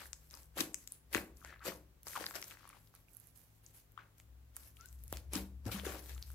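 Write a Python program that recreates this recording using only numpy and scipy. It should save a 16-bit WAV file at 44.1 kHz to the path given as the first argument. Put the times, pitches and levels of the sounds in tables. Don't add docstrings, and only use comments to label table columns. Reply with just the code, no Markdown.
import sys
import numpy as np
from scipy import signal
from scipy.fft import rfft, irfft, next_fast_len
from scipy.io import wavfile
from scipy.ndimage import uniform_filter1d

SR = 44100
rng = np.random.default_rng(int(sys.argv[2]) if len(sys.argv) > 2 else 0)


def field_ratio(decibels):
    return 10 ** (np.asarray(decibels, dtype=float) / 20)


def generate_wav(signal):
    frames = np.transpose(np.atleast_2d(signal))
    scaled = np.clip(frames, -1, 1) * 32767
    pcm = np.round(scaled).astype(np.int16)
    wavfile.write(sys.argv[1], SR, pcm)


N = 279900

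# [t/s, left-right level of crackle/dB, left-right level of clear bursts/dB]
PLACE = [(0, 7, 12), (1.9, 13.5, 6), (2.5, 14.5, 7.5), (3, 8, 0), (3.16, -17, -18.5), (3.42, -9, -14),
         (3.66, 7.5, 10), (4.9, 10, 7.5), (6.35, 15.5, 5.5)]


def pocket_pops():
    # [t/s, peak level/dB, pocket f/Hz, length/cycles]
    poke = [(0.1315, -43, 2100, 0.58), (0.1317, -30, 6950, 0.8), (0.3104, -37, 5740, 0.52),
            (0.3516, -34, 9400, 0.75), (0.3731, -44.5, 5900, 1.2), (0.4324, -44, 9050, 0.63),
            (0.572, -38, 640, 0.93), (0.5824, -26, 12200, 2.7), (0.6055, -26, 2430, 0.62),
            (0.6056, -14.5, 6000, 0.4), (0.6117, -31.5, 300, 1.5), (0.7443, -39, 2520, 1.7),
            (0.7444, -20.5, 8200, 1.33), (0.8755, -29, 7000, 0.9), (0.9218, -34, 9000, 1.4),
            (1.1294, -26.5, 11200, 0.84), (1.1334, -35.5, 2130, 0.4), (1.1483, -26, 6300, 1.7),
            (1.1484, -11.5, 2190, 0.89), (1.1562, -28.5, 330, 1.1), (1.1749, -30, 8140, 3.6),
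            (1.3714, -46.5, 7100, 1.3), (1.4485, -38, 6740, 1.3), (1.4485, -33, 1670, 0.48),
            (1.4275, -51, 1250, 3), (1.527, -47, 1300, 2.2), (1.608, -53, 1270, 5.1),
            (1.6192, -48.5, 1350, 1.8), (1.627, -50, 1280, 2.7), (1.6817, -33.5, 510, 1.3),
            (1.667, -38, 475, 1.1), (1.5945, -55, 4100, 2), (1.562, -48.5, 1490, 1.2)]
    peel_stretch = [(2.0323, -35, 12500, 0.93), (2.0699, -37, 900, 0.47), (2.0696, -35, 5600, 1.6),
                    (2.0833, -26, 6900, 0.8), (2.133, -34, 9900, 0.37), (2.1598, -40, 1500, 1.4),
                    (2.162, -32, 1140, 3), (2.1769, -38, 11900, 3), (2.211, -41.5, 520, 1.4), (2.205, -44, 1600, 2),
                    (2.098, -49, 1220, 2), (2.341, -43, 1800, 1.2), (2.214, -32, 11700, 2.1),
                    (2.2418, -33, 1590, 0.93), (2.2668, -38.5, 1670, 1.6), (2.287, -42, 1820, 1.2),
                    (2.265, -25, 4650, 2.7), (2.3105, -36, 1430, 0.91), (2.3097, -33, 8400, 0.75),
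                    (2.3567, -49, 4480, .34), (2.362, -40, 1800, 1.4), (2.4171, -29, 10200, 0.77),
                    (2.427, -28, 1660, 0.17), (2.4256, -32, 5200, 2.2), (2.443, -30, 8940, 0.36),
                    (2.482, -32, 11700, 0.48), (2.5106, -39, 2740, 1.3), (2.5111, -40, 6600, 0.56),
                    (2.5231, -46, 1630, 1.4),
                    (2.5721, -47, 1600, 1), (2.6321, -50.5, 1300, 1.8), (2.6438, -47, 1370, 0.7),
               (2.654, -48, 1130, 1.4), (2.676, -50.5, 1140, 2.7), (2.7017, -52, 2200, 1.6),
               (2.77, -57, 950, 2), (2.6918, -37.5, 10400, 2.7), (2.7298, -52, 1200, 4.3),
               (2.747, -54, 1050, 1.5), (3.085, -58, 2520, 3.2), (2.941, -48.5, 1320, 0.84),
               (2.9513, -41.5, 11300, 1.8), (3.134, -51.5, 10900, 3.5), (3.1692, -41.5, 11200, 4.5),
               (3.272, -49, 11300, 2.3), (3.3753, -45, 11500, 2.5), (3.9204, -48, 13400, 2.1),
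               (3.9777, -38.5, 1254, 2.6), (3.991, -47, 1450, 4), (2.692, -58, 3120, 2.9),
               (4.77, -48.5, 2920, 2.1), (4.183, -42.5, 11500, 0.68), (4.2007, -46, 2060, 0.29),
               (4.5665, -25, 10800, 2.2), (4.5681, -43, 1730, 0.66), (4.683, -44, 12800, 3.3),
               (4.768, -47, 8500, 0.33), (4.8587, -33, 10600, 0.69), (4.928, -40, 11500, 0.3)]
    fold = [(5.0381, -33.5, 11600, 2.1), (5.0802, -36, 9500, 1.4), (5.1064, -43, 11000, 1.5),
            (5.1267, -20, 11500, 0.74), (5.1273, -39, 795, 0.26), (5.1274, -27.5, 350, 0.12),
            (5.1713, -28.5, 5330, 0.24), (5.3348, -20.5, 9900, 1.6), (5.3558, -24.5, 5000, 1.6),
            (5.3615, -39, 6540, 0.42), (5.3617, -32, 280, 2.1), (5.665, -37, 6500, 0.45),
            (5.6642, -33.5, 227, 0.84), (5.655, -38.5, 5000, 0.45), (5.7979, -32, 2640, 0.87),
            (5.8544, -42, 6230, 1.3), (5.853, -32, 1570, 0.9), (5.873, -46, 1630, 1.5),
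            (5.95, -42, 1250, 1.5), (5.8684, -34.5, 384, 1.8), (6.1797, -39.5, 3280, 0.36),
            (6.165, -55, 1270, 3.5), (6.2264, -33.5, 4800, 2), (6.303, -48, 1380, 1.4),
            (6.317, -37.5, 11400, 2.3)]
    return pops(poke + peel_stretch + fold)


def further_pops():
    # [t/s, peak level/dB, pocket f/Hz, length/cycles]
    poke = [(0.0579, -50, 1760, 2.7), (0.0185, -48, 1300, 2.0), (0.6088, -19, 11800, 4.0),
            (0.3028, -50, 5400, 2.2), (0.3407, -41.5, 5090.0, 4.1), (0.3432, -54, 1150.0, 3.2),
            (0.6102, -28, 3400, 1.2), (0.005, -46, 1500, 2.5), (0.457, -51.5, 8790.0, 3.5),
            (0.5882, -39.0, 1200, 2.0), (0.6016, -36, 3180.0, 1.3), (0.6072, -21, 3500, 1.2),
            (0.6096, -21, 7500, 1.2), (0.6241, -42.5, 2900, 4.7), (0.6251, -38, 11120.0, 5.0),
            (0.7338, -49, 8200, 5.0), (0.8286, -63.5, 1990.0, 2.4), (0.8301, -50, 13000.0, 5.0),
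            (0.8755, -36.5, 12000, 4.8), (0.9219, -27.5, 10100, 4.1), (1.1334, -40.5, 4700.0, 1.9),
            (1.1399, -31.5, 12020.0, 4.8), (1.1549, -32.0, 1980, 2.4), (1.1629, -30, 2750, 3.3),
            (1.1693, -32.5, 1550, 1.9), (1.1748, -38.5, 9400, 5.0), (1.1763, -35.0, 2160, 2.6),
            (1.1803, -31.5, 2150.0, 1.7), (1.4168, -55, 1430, 2.3), (1.4657, -48, 6950.0, 2.8),
            (1.6512, -48, 1360, 2.7), (1.6605, -36, 7000, 1.8), (1.6602, -42, 1200, 2.5),
            (1.6672, -41, 2630, 4.0), (1.6907, -38, 2140, 1.7), (1.6996, -39, 1990.0, 1.4),
            (1.7206, -47.0, 1210, 3.0)]
    peel_and_stretch = [(2.0754, -47.5, 1230, 1.7), (2.0748, -41, 9510.0, 3.8), (2.1302, -47, 13000.0, 5.0),
                        (2.134, -39, 1930, 1.9), (2.17, -39, 3160, 2.5), (2.1766, -38, 890, 2.4),
                        (2.209, -42, 4500, 2), (2.2274, -43, 1700.0, 2.2), (2.2414, -39, 4760, 4.1),
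                        (2.2604, -46, 4020.0, 3.2), (2.2604, -33, 12020.0, 4.4),
                        (2.3551, -35, 13000.0, 5.0), (2.3551, -34, 5090.0, 2.7), (2.3546, -41.0, 1600, 1.9),
                        (2.3596, -44.5, 580, 1.7), (2.362, -44, 7520.0, 4.2), (2.442, -39, 5800, 2.4),
                        (2.5108, -54, 2920, 2.3), (2.5177, -49, 2940.0, 2.3), (2.6774, -45, 10200, 4.1),
                        (2.7017, -50.5, 1210, 2.3), (2.7303, -55, 2260, 3.6), (2.874, -52.5, 4350.0, 1.2),
                        (2.5385, -54, 1500, 2.0), (3.1494, -51.0, 11900, 3.9), (3.2007, -49, 11120.0, 4.4),
                        (2.5075, -50, 1700, 1.7), (2.5155, -51, 1300, 1.7), (3.6643, -43.5, 6760, 2.8),
                        (2.6085, -56, 1200, 2.5), (3.977, -52, 3180.0, 3.3), (2.5515, -54, 1400, 2.0),
                        (4.2003, -51, 7520.0, 3.5), (4.5597, -44.5, 9510.0, 5.0),
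                        (4.6345, -54, 3720.0, 1.6), (4.8106, -43, 5950.0, 2.4), (4.8879, -48, 6550, 2.8)]
    fold = [(5.1345, -44, 2940.0, 2.1), (5.1368, -43, 11120.0, 4.4), (5.139, -43, 3440.0, 2.9),
            (5.3303, -39, 5500.0, 2.8), (5.3537, -26.5, 7660, 3), (5.3526, -43, 1250, 2.5),
            (5.363, -37.0, 8130.0, 3.2), (5.3757, -38, 3640, 3.3), (5.667, -47, 1640, 2.7),
            (5.6968, -44, 1340, 2.7), (5.7165, -37, 4640, 2.2), (5.7624, -40, 3720.0, 1.7),
            (5.7625, -46, 1200, 3.6), (5.8367, -48, 448, 2.3), (5.8657, -40, 3350, 3.2),
            (5.8677, -41, 450.0, 2.2), (5.8991, -46, 13000.0, 5.0), (6.0956, -44, 5700, 2.9),
            (6.268, -47, 11000, 4.5), (6.0996, -47, 3440.0, 2.4), (6.1488, -42, 6950.0, 2.8),
            (6.333, -46, 11000, 2.5), (6.226, -38, 12700, 3.7), (6.304, -38, 10280.0, 4.1),
            (6.3401, -50.0, 9510.0, 3.8)]
    return pops(poke + peel_and_stretch + fold)


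def pops(bursts):
    scatter_db = 3
    out = np.zeros((2, N))
    t = np.arange(-300, 900) / SR
    draws = rng.standard_normal((len(bursts), 3, len(t)))
    slow_spatter = field_ratio(-23.5 - 60 * abs(t) / np.where(t < 0, 0.009, 0.014))
    spatter = slow_spatter + field_ratio(-17 - 60 * abs(t) / 0.0034)
    place_db = curves(PLACE)[1]
    for (s, db, hz, cycles), noise in zip(bursts, draws):
        pan_db = place_db[round(s * SR)] + scatter_db * noise[0, 1]
        for side, sign in enumerate((1, -1)):
            u = (t + sign * 6e-6 * pan_db) * hz
            rise = 2 ** -(u / (0.4 * cycles)) ** 2
            decay = 2 ** -abs(u / (0.6 * cycles)) ** 1.4
            turns = u + 0.0033 * u * abs(u) / cycles + 0.2 * noise[0, 0]
            wave = np.where(u < 0, rise, decay) * np.cos(2 * np.pi * turns)
            snap = field_ratio(-11.5) * np.sinc(0.75 * SR * u / hz) * 2 ** -(u / hz / 3e-4) ** 2
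            torn = resonate(noise[0] + noise[1 + side], hz, 0.65 * hz)
            torn = resonate(torn, hz, 0.62 * hz) * spatter
            highpass = signal.butter(2, 0.25 * hz, "high", fs=SR, output="sos")
            burst = signal.sosfilt(highpass, wave + torn + snap)
            add(out[side], s + t[0], field_ratio(db + sign * pan_db / 2) * burst)
    return out


def squelch():
    # [f/Hz, level/dB]
    fizz_spectrum = [(2500, -1.5), (3500, -3.5), (4500, -2), (7500, -3.5), (12000, 0.5), (15500, -6),
                     (16200, -40.5)]
    # [f/Hz, width/Hz, level/dB]
    table_modes = [(114, 43.8, -10), (195, 37, 5), (280, 28, -3), (306.5, 15, 4.5), (377, 160, 12.5),
                   (543, 38, -10), (680, 300, -10)]
    fizz_db, pocket_db, push_db, hole_hz = hand()
    clumps_db = uniform_filter1d(uniform_filter1d(rng.standard_normal(N), 200), 200)
    clumps_db = 0.94 * evened(clumps_db)
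    ports = field_ratio(pan(0.5) * curves(PLACE)[0])

    own_clicks = np.array([crackle(4500, 4.77), crackle(4500, 4.86)])
    fizz = colour(crackle(3500, 4.4) + 1.8 * own_clicks, fizz_spectrum)
    fizz = patchy(fizz, depth_db=2)
    fuller = signal.sosfiltfilt(signal.butter(2, 6500, fs=SR, output="sos"), fizz)
    light_db = np.clip(0.6 * (pocket_db - fizz_db), -17, 3)
    fizz = (fizz + (field_ratio(light_db) - 1) * fuller) * field_ratio(fizz_db + clumps_db)
    larger = pockets(hole_hz) * field_ratio(pocket_db + clumps_db - 9)

    pushes = crackle(400, 3.2) * field_ratio(push_db)
    top = sum(field_ratio(db) * resonate(pushes, hz, width) for hz, width, db in table_modes)
    top = signal.sosfilt(signal.butter(2, 1100, fs=SR, output="sos"), top)
    top = evened(top) * np.sqrt(np.mean(field_ratio(push_db - 5.5) ** 2))
    return fizz * ports ** 0.5 + larger * ports + top * field_ratio(pan(2.2))


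def hand():
    # [t/s, hold/s, fizz/dB, push re fizz/dB, finger hole f/Hz]
    squeezes = [(0.579, 0.034, -42, -2.5, 1670), (1.137, 0.03, -42.5, 2.5, 1990),
                (1.656, 0.029, -43.5, -1.5, 1675), (2.159, 0.017, -50, -16, 1270),
                (2.203, 0.022, -48.5, -5, 1667), (2.356, 0.0053, -46, -7, 1698),
                (5.134, 0.037, -57.5, -8.5, 2610), (5.337, 0.041, -45.5, 0.5, 2940),
                (5.668, 0.012, -52, 8.5, 1240), (5.719, 0.018, -44.5, -20.5, 2896),
                (5.85, 0.055, -47.5, 0.5, 1590), (5.924, 0.039, -53, 3.5, 1348),
                (6.093, 0.0036, -53, -7, 2100)]
    # [t/s, hold/s, fizz/dB]
    tears = [(0, 0.066, -57), (0.15, 0.24, -68), (0.316, 0.11, -61.5), (0.78, 0.061, -62),
             (0.906, 0.044, -62), (1.367, 0.13, -65), (2.07, 0.08, -49), (2.276, 0.026, -51),
             (2.4, 0.12, -56), (2.585, 0.29, -69.5), (2.94, .06, -69), (3.09, .2, -68), (3.358, 0.069, -64),
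             (3.444, 0.13, -73), (3.641, 0.063, -66), (3.746, 0.036, -58.5), (4.184, 0.016, -66.5),
             (4.561, 0.12, -59.5), (4.76, 0.19, -67), (4.989, 0.17, -67), (5.103, .02, -62.5),
             (5.421, 0.039, -72), (5.777, 0.041, -55.5), (5.983, 0.085, -56), (6.109, 0.13, -61),
             (6.266, 0.061, -61)]
    # [t/s, hold/s, level/dB, finger hole f/Hz]
    sucks = [(0, 0.016, -48, 1640), (0.332, 0.042, -61, 1154), (1.447, 0.08, -60, 1710),
             (1.611, 0.024, -71.5, 1355), (2.506, 0.04, -61, 1930), (2.585, 0.03, -63.5, 1730),
             (2.627, .14, -64.5, 1800), (2.952, 0.011, -68, 1270), (3.985, .03, -57, 1452),
             (4.171, 0.0089, -77.5, 1760), (4.546, 0.018, -71.5, 1644), (4.795, .05, -67, 1580),
             (5.753, .04, -50.5, 1460), (6.128, 0.11, -75.5, 1570)]
    # [larger pockets/dB, push/dB]
    tear_db = [-13.5, -17]
    # [fizz/dB, push/dB]
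    suck_db = [-51.5, -13]
    # [fizz/dB, larger pockets/dB, push/dB]
    rest_db = [-87, -107, -84]
    # [fizz/(dB/s), larger pockets/(dB/s), push/(dB/s)]
    fall_db_per_s = [264, 346.5, 178]
    rise_db_per_s = 948

    moves = [(s, hold, db, db, db + push_db, hz) for s, hold, db, push_db, hz in squeezes]
    moves += [(s, hold, db, db + tear_db[0], db + tear_db[1], 1600) for s, hold, db in tears]
    moves += [(s, hold, db + suck_db[0], db, db + suck_db[1], hz) for s, hold, db, hz in sucks]
    s, hold, *levels, hz = np.array(moves).T[:, :, None]
    t = np.arange(0, N / SR, 0.002)
    early = np.maximum(s - t, 0)
    late = np.maximum(t - s - hold, 0)
    powers = [field_ratio(db - rise_db_per_s * early - fall * late) ** 2 for db, fall in zip(levels, fall_db_per_s)]
    sums_db = [10 * np.log10(p.sum(0) + field_ratio(rest) ** 2) for p, rest in zip(powers, rest_db)]
    hole_hz = (powers[1] * hz).sum(0) / powers[1].sum(0)
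    return curves(np.transpose([t, *sums_db, hole_hz]))


def pockets(hole_hz):
    out = np.zeros((2, N))
    # (pitch re hole, level/dB, width/Hz)
    for ratio, db, width in [(0.55, -8, 280), (0.8, -1, 380), (1, 0, 440), (1.3, -3, 560), (1.9, -6, 800)]:
        bursts = crackle(280, 3.5) + 0.55 * np.array([crackle(280, 3), crackle(280, 3)])
        ring = glide(bursts, ratio * hole_hz, width)
        out += field_ratio(db) * evened(glide(ring, ratio * hole_hz, 8.1 * width))
    return evened(out)


def hollows():
    # [t/s, hold/s, level/dB, hole f/Hz, t60/s]
    holes = [
        (1.445, 0.1, -61, 1650, 0.21),
        (1.44, .1, -68, 430, .2),
        (1.612, 0.059, -59.5, 1320, .08),
        (2.154, 0.0094, -40.5, 1280, 0.065),
        (3.98, 0.02, -64.5, 1320, 0.27),
        (5.855, .008, -52, 1360, 0.15),
    ]
    width_hz = 480
    t = np.arange(12000) / SR
    out = np.zeros(N)
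    spit = crackle(900, 2.4)
    for s, hold, db, hz, t60 in holes:
        part = spit[round(s * SR):][:len(t)]
        tone = resonate(resonate(part, hz, width_hz), hz, 3.4 * width_hz)
        decay = field_ratio(db - 60 * np.maximum(t - hold, 0) / t60)
        add(out, s, tone * np.minimum(t / 0.0018, 1) * decay)
    return out * field_ratio(pan(1.8))


def squeak():
    # [t/s, f/Hz, level/dB]
    glissando = [
        (4.778, 1290, -75),
        (4.81, 1342, -57.5),
        (4.83, 1396, -67),
        (4.855, 1504, -57.5),
        (4.885, 1620, -88),
    ]
    hz, db = curves(glissando)
    start_s, end_s = glissando[0][0], glissando[-1][0]
    t = np.arange(N) / SR
    on = np.interp(t, [start_s, start_s + 0.0097, end_s - 0.015, end_s], [0, 1, 1, 0])
    waver = 0.13 * uniform_filter1d(rng.standard_normal(N), 200)
    phase = 2 * np.pi * np.cumsum(hz * (1 + waver)) / SR
    whistle = on * field_ratio(db) * (np.sin(phase) + 0.14 * np.sin(2 * phase))
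    return whistle * field_ratio(pan(2))


def slap():
    knocks_s = [5.36, 5.661, 5.745]
    # [level/dB, f/Hz, t60/s]
    swings = [
        (-41.5, 195, 0.41),
        (-34.5, 109, 0.15),
        (-35, 200, 0.14),
    ]
    t = np.arange(20000) / SR
    out = np.zeros(N)
    for s, (db, hz, t60) in zip(knocks_s, swings):
        add(out, s, field_ratio(db - 60 * t / t60) * np.sin(2 * np.pi * hz * t))
    return out * field_ratio(pan(1))


def room(x):
    # [f/Hz, t60/s]
    decay = [(150, 0.63), (400, 0.33), (750, .42), (1400, 0.3), (4500, 0.29), (12000, 0.29)]
    wall_s, wall_db = 0.0106, -10
    taps = np.zeros((2, SR // 2))
    at = np.arange(130, SR // 2 - 20, 20)
    at = at + rng.integers(0, 20, (2, len(at)))
    np.put_along_axis(taps, at, rng.choice([-1., 1.], at.shape), 1)
    hz, t, z = signal.stft(taps, SR, nperseg=256)
    tail = signal.istft(z * field_ratio(-60 * t / read(decay, hz)[:, None]), SR, nperseg=256)[1]
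    highpass = signal.butter(2, 600, "high", fs=SR, output="sos")
    apart = signal.sosfilt(highpass, tail[0] - tail[1])
    tail = np.array([tail[0], 0.7 * (tail[0] - apart)])
    tail[:, round(wall_s * SR)] += field_ratio(wall_db) * np.linalg.norm(tail[0])
    return signal.fftconvolve(x.mean(0)[None], tail / np.linalg.norm(tail[0]), axes=1)[:, :N]


def hum():
    # [t/s, level/dB]
    swell = [(0, -59.5), (.15, -65), (.55, -64), (.85, -78), (1.2, -58.5), (1.55, -62), (2.4, -73),
             (2.78, -74), (3.05, -82), (3.3, -72), (4.08, -79), (4.3, -59), (4.8, -64.5), (5.05, -48.5),
             (5.5, -49), (5.62, -52.5), (5.85, -47), (6.02, -54), (6.17, -47), (6.35, -50)]
    # [f/Hz, width/Hz, level/dB, drift/(dB/s)]
    steady = [(45.3, 1.9, -69.5, -1.6), (107.4, 3.5, -77, 1.5), (156.2, 2.9, -74.5, -1.5),
              (252, 3, -88.5, .1)]
    swell_db = curves(swell)[0]
    modes = [(64.2, 4.37, swell_db), (122, 30, swell_db - 19)]
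    modes += [(hz, width, db + drift * np.arange(N) / SR) for hz, width, db, drift in steady]
    mid = sum(field_ratio(db) * fuzzy_line(hz, width) for hz, width, db in modes)
    side = sum(field_ratio(db - 23) * fuzzy_line(hz, width) for hz, width, db in modes)
    return np.array([1.2 * mid + side, 0.82 * mid - side])


def fuzzy_line(hz, width):
    x = resonate(resonate(rng.standard_normal(N), hz, width), hz, 3 * width)
    return evened(x / (uniform_filter1d(x ** 2, size=6000) + 0.023) ** 0.38)


def floor():
    # [f/Hz, level/dB]
    spectrum = [(25, -25.5), (45, -19), (200, -28.5), (650, -36), (1500, -39.5), (5000, -46), (9000, -45.5),
                (13000, -43.5)]
    # [f/Hz, left-right likeness/1]
    likeness = [(60, 0.77), (240, 0.5), (950, 0.1), (3770, -0.1), (15000, -0.11)]
    rms_db = -72
    hz = np.fft.rfftfreq(N, 1 / SR)
    a, b = rfft(rng.standard_normal((2, N)))
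    same = np.clip(read(likeness, hz), -1, 1)
    z = np.array([a, same * a + np.sqrt(1 - same ** 2) * b]) * field_ratio(read(spectrum, hz))
    level = np.sqrt(np.mean(irfft(z * (hz > 130), N) ** 2))
    return field_ratio(rms_db) * irfft(z, N) / level * field_ratio(pan(1.2))


def crackle(per_s, spread_db):
    size = field_ratio(spread_db * np.minimum(rng.exponential(1, N), 4))
    return size * rng.choice([-1., 1.], N) * (rng.random(N) < per_s / SR)


def patchy(x, depth_db):
    z = signal.stft(x, nperseg=256)[2]
    field = rng.standard_normal(z.shape[1:])
    field = uniform_filter1d(uniform_filter1d(field, size=9, axis=0), size=14, axis=1)
    return evened(signal.istft(z * field_ratio(depth_db * evened(field)), nperseg=256)[1][:, :N])


def resonate(x, hz, width):
    r = np.exp(-np.pi * width / SR)
    return evened(signal.lfilter([1, 0, -1], [1, -2 * r * np.cos(2 * np.pi * hz / SR), r * r], x))


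def glide(x, hz, width):
    turn = np.exp(2j * np.pi * np.cumsum(hz) / SR)
    r = np.exp(-np.pi * width / SR)
    return (turn * signal.lfilter([1 - r], [1, -r], x / turn)).real


def colour(x, points):
    size = next_fast_len(N)
    gain = field_ratio(read(points, np.fft.rfftfreq(size, 1 / SR)))
    return evened(irfft(rfft(x, size) * gain, size)[..., :N])


def evened(x):
    return x / np.sqrt(np.mean(x ** 2) + 1e-20)


def read(points, hz):
    f, value = np.transpose(points)
    return np.interp(np.log(hz + 1), np.log(f + 1), value)


def curves(rows):
    s, *columns = np.transpose(rows)
    return [np.interp(np.arange(N) / SR, s, c) for c in columns]


def pan(db):
    return np.array([[db], [-db]])


def add(mix, s, sound):
    part = mix[round(s * SR):][:len(sound)]
    part += sound[:len(part)]


def scene():
    bursts = pocket_pops() + further_pops() + squeak() + slap()
    near = bursts + squelch() + hollows()
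    return near + room(field_ratio(-8) * near) + hum() + floor()


def band_limit(x):
    return signal.sosfilt(signal.butter(12, 16660, fs=SR, output="sos"), x)


def record(dry):
    # [f/Hz, width/Hz, level/dB]
    port_modes = [(3860, 2700, 0), (9250, 1000, -6), (11500, 2000, -.4)]
    treble_right_db, treble_hz = 6, 8500
    size = next_fast_len(N)
    hz = np.fft.rfftfreq(size, 1 / SR)
    port_db = sum(db / (1 + ((hz - f) / (width / 2)) ** 2) for f, width, db in port_modes)
    port_db = port_db + pan(-0.5) * treble_right_db / (1 + (treble_hz / (hz + 1)) ** 4)
    port_db = port_db - 14 * np.clip((hz - 15850) / 200, 0, 1)
    heard = irfft(rfft(dry, size) * field_ratio(port_db), size)[:, :N]
    heard = signal.sosfilt(signal.butter(4, 38, "high", fs=SR, output="sos"), heard)
    lowpass = signal.firwin(511, 16450, window=("kaiser", 9), fs=SR)
    return band_limit(signal.oaconvolve(heard, lowpass[None], "same"))


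dry = scene()
out = record(dry)
generate_wav(out)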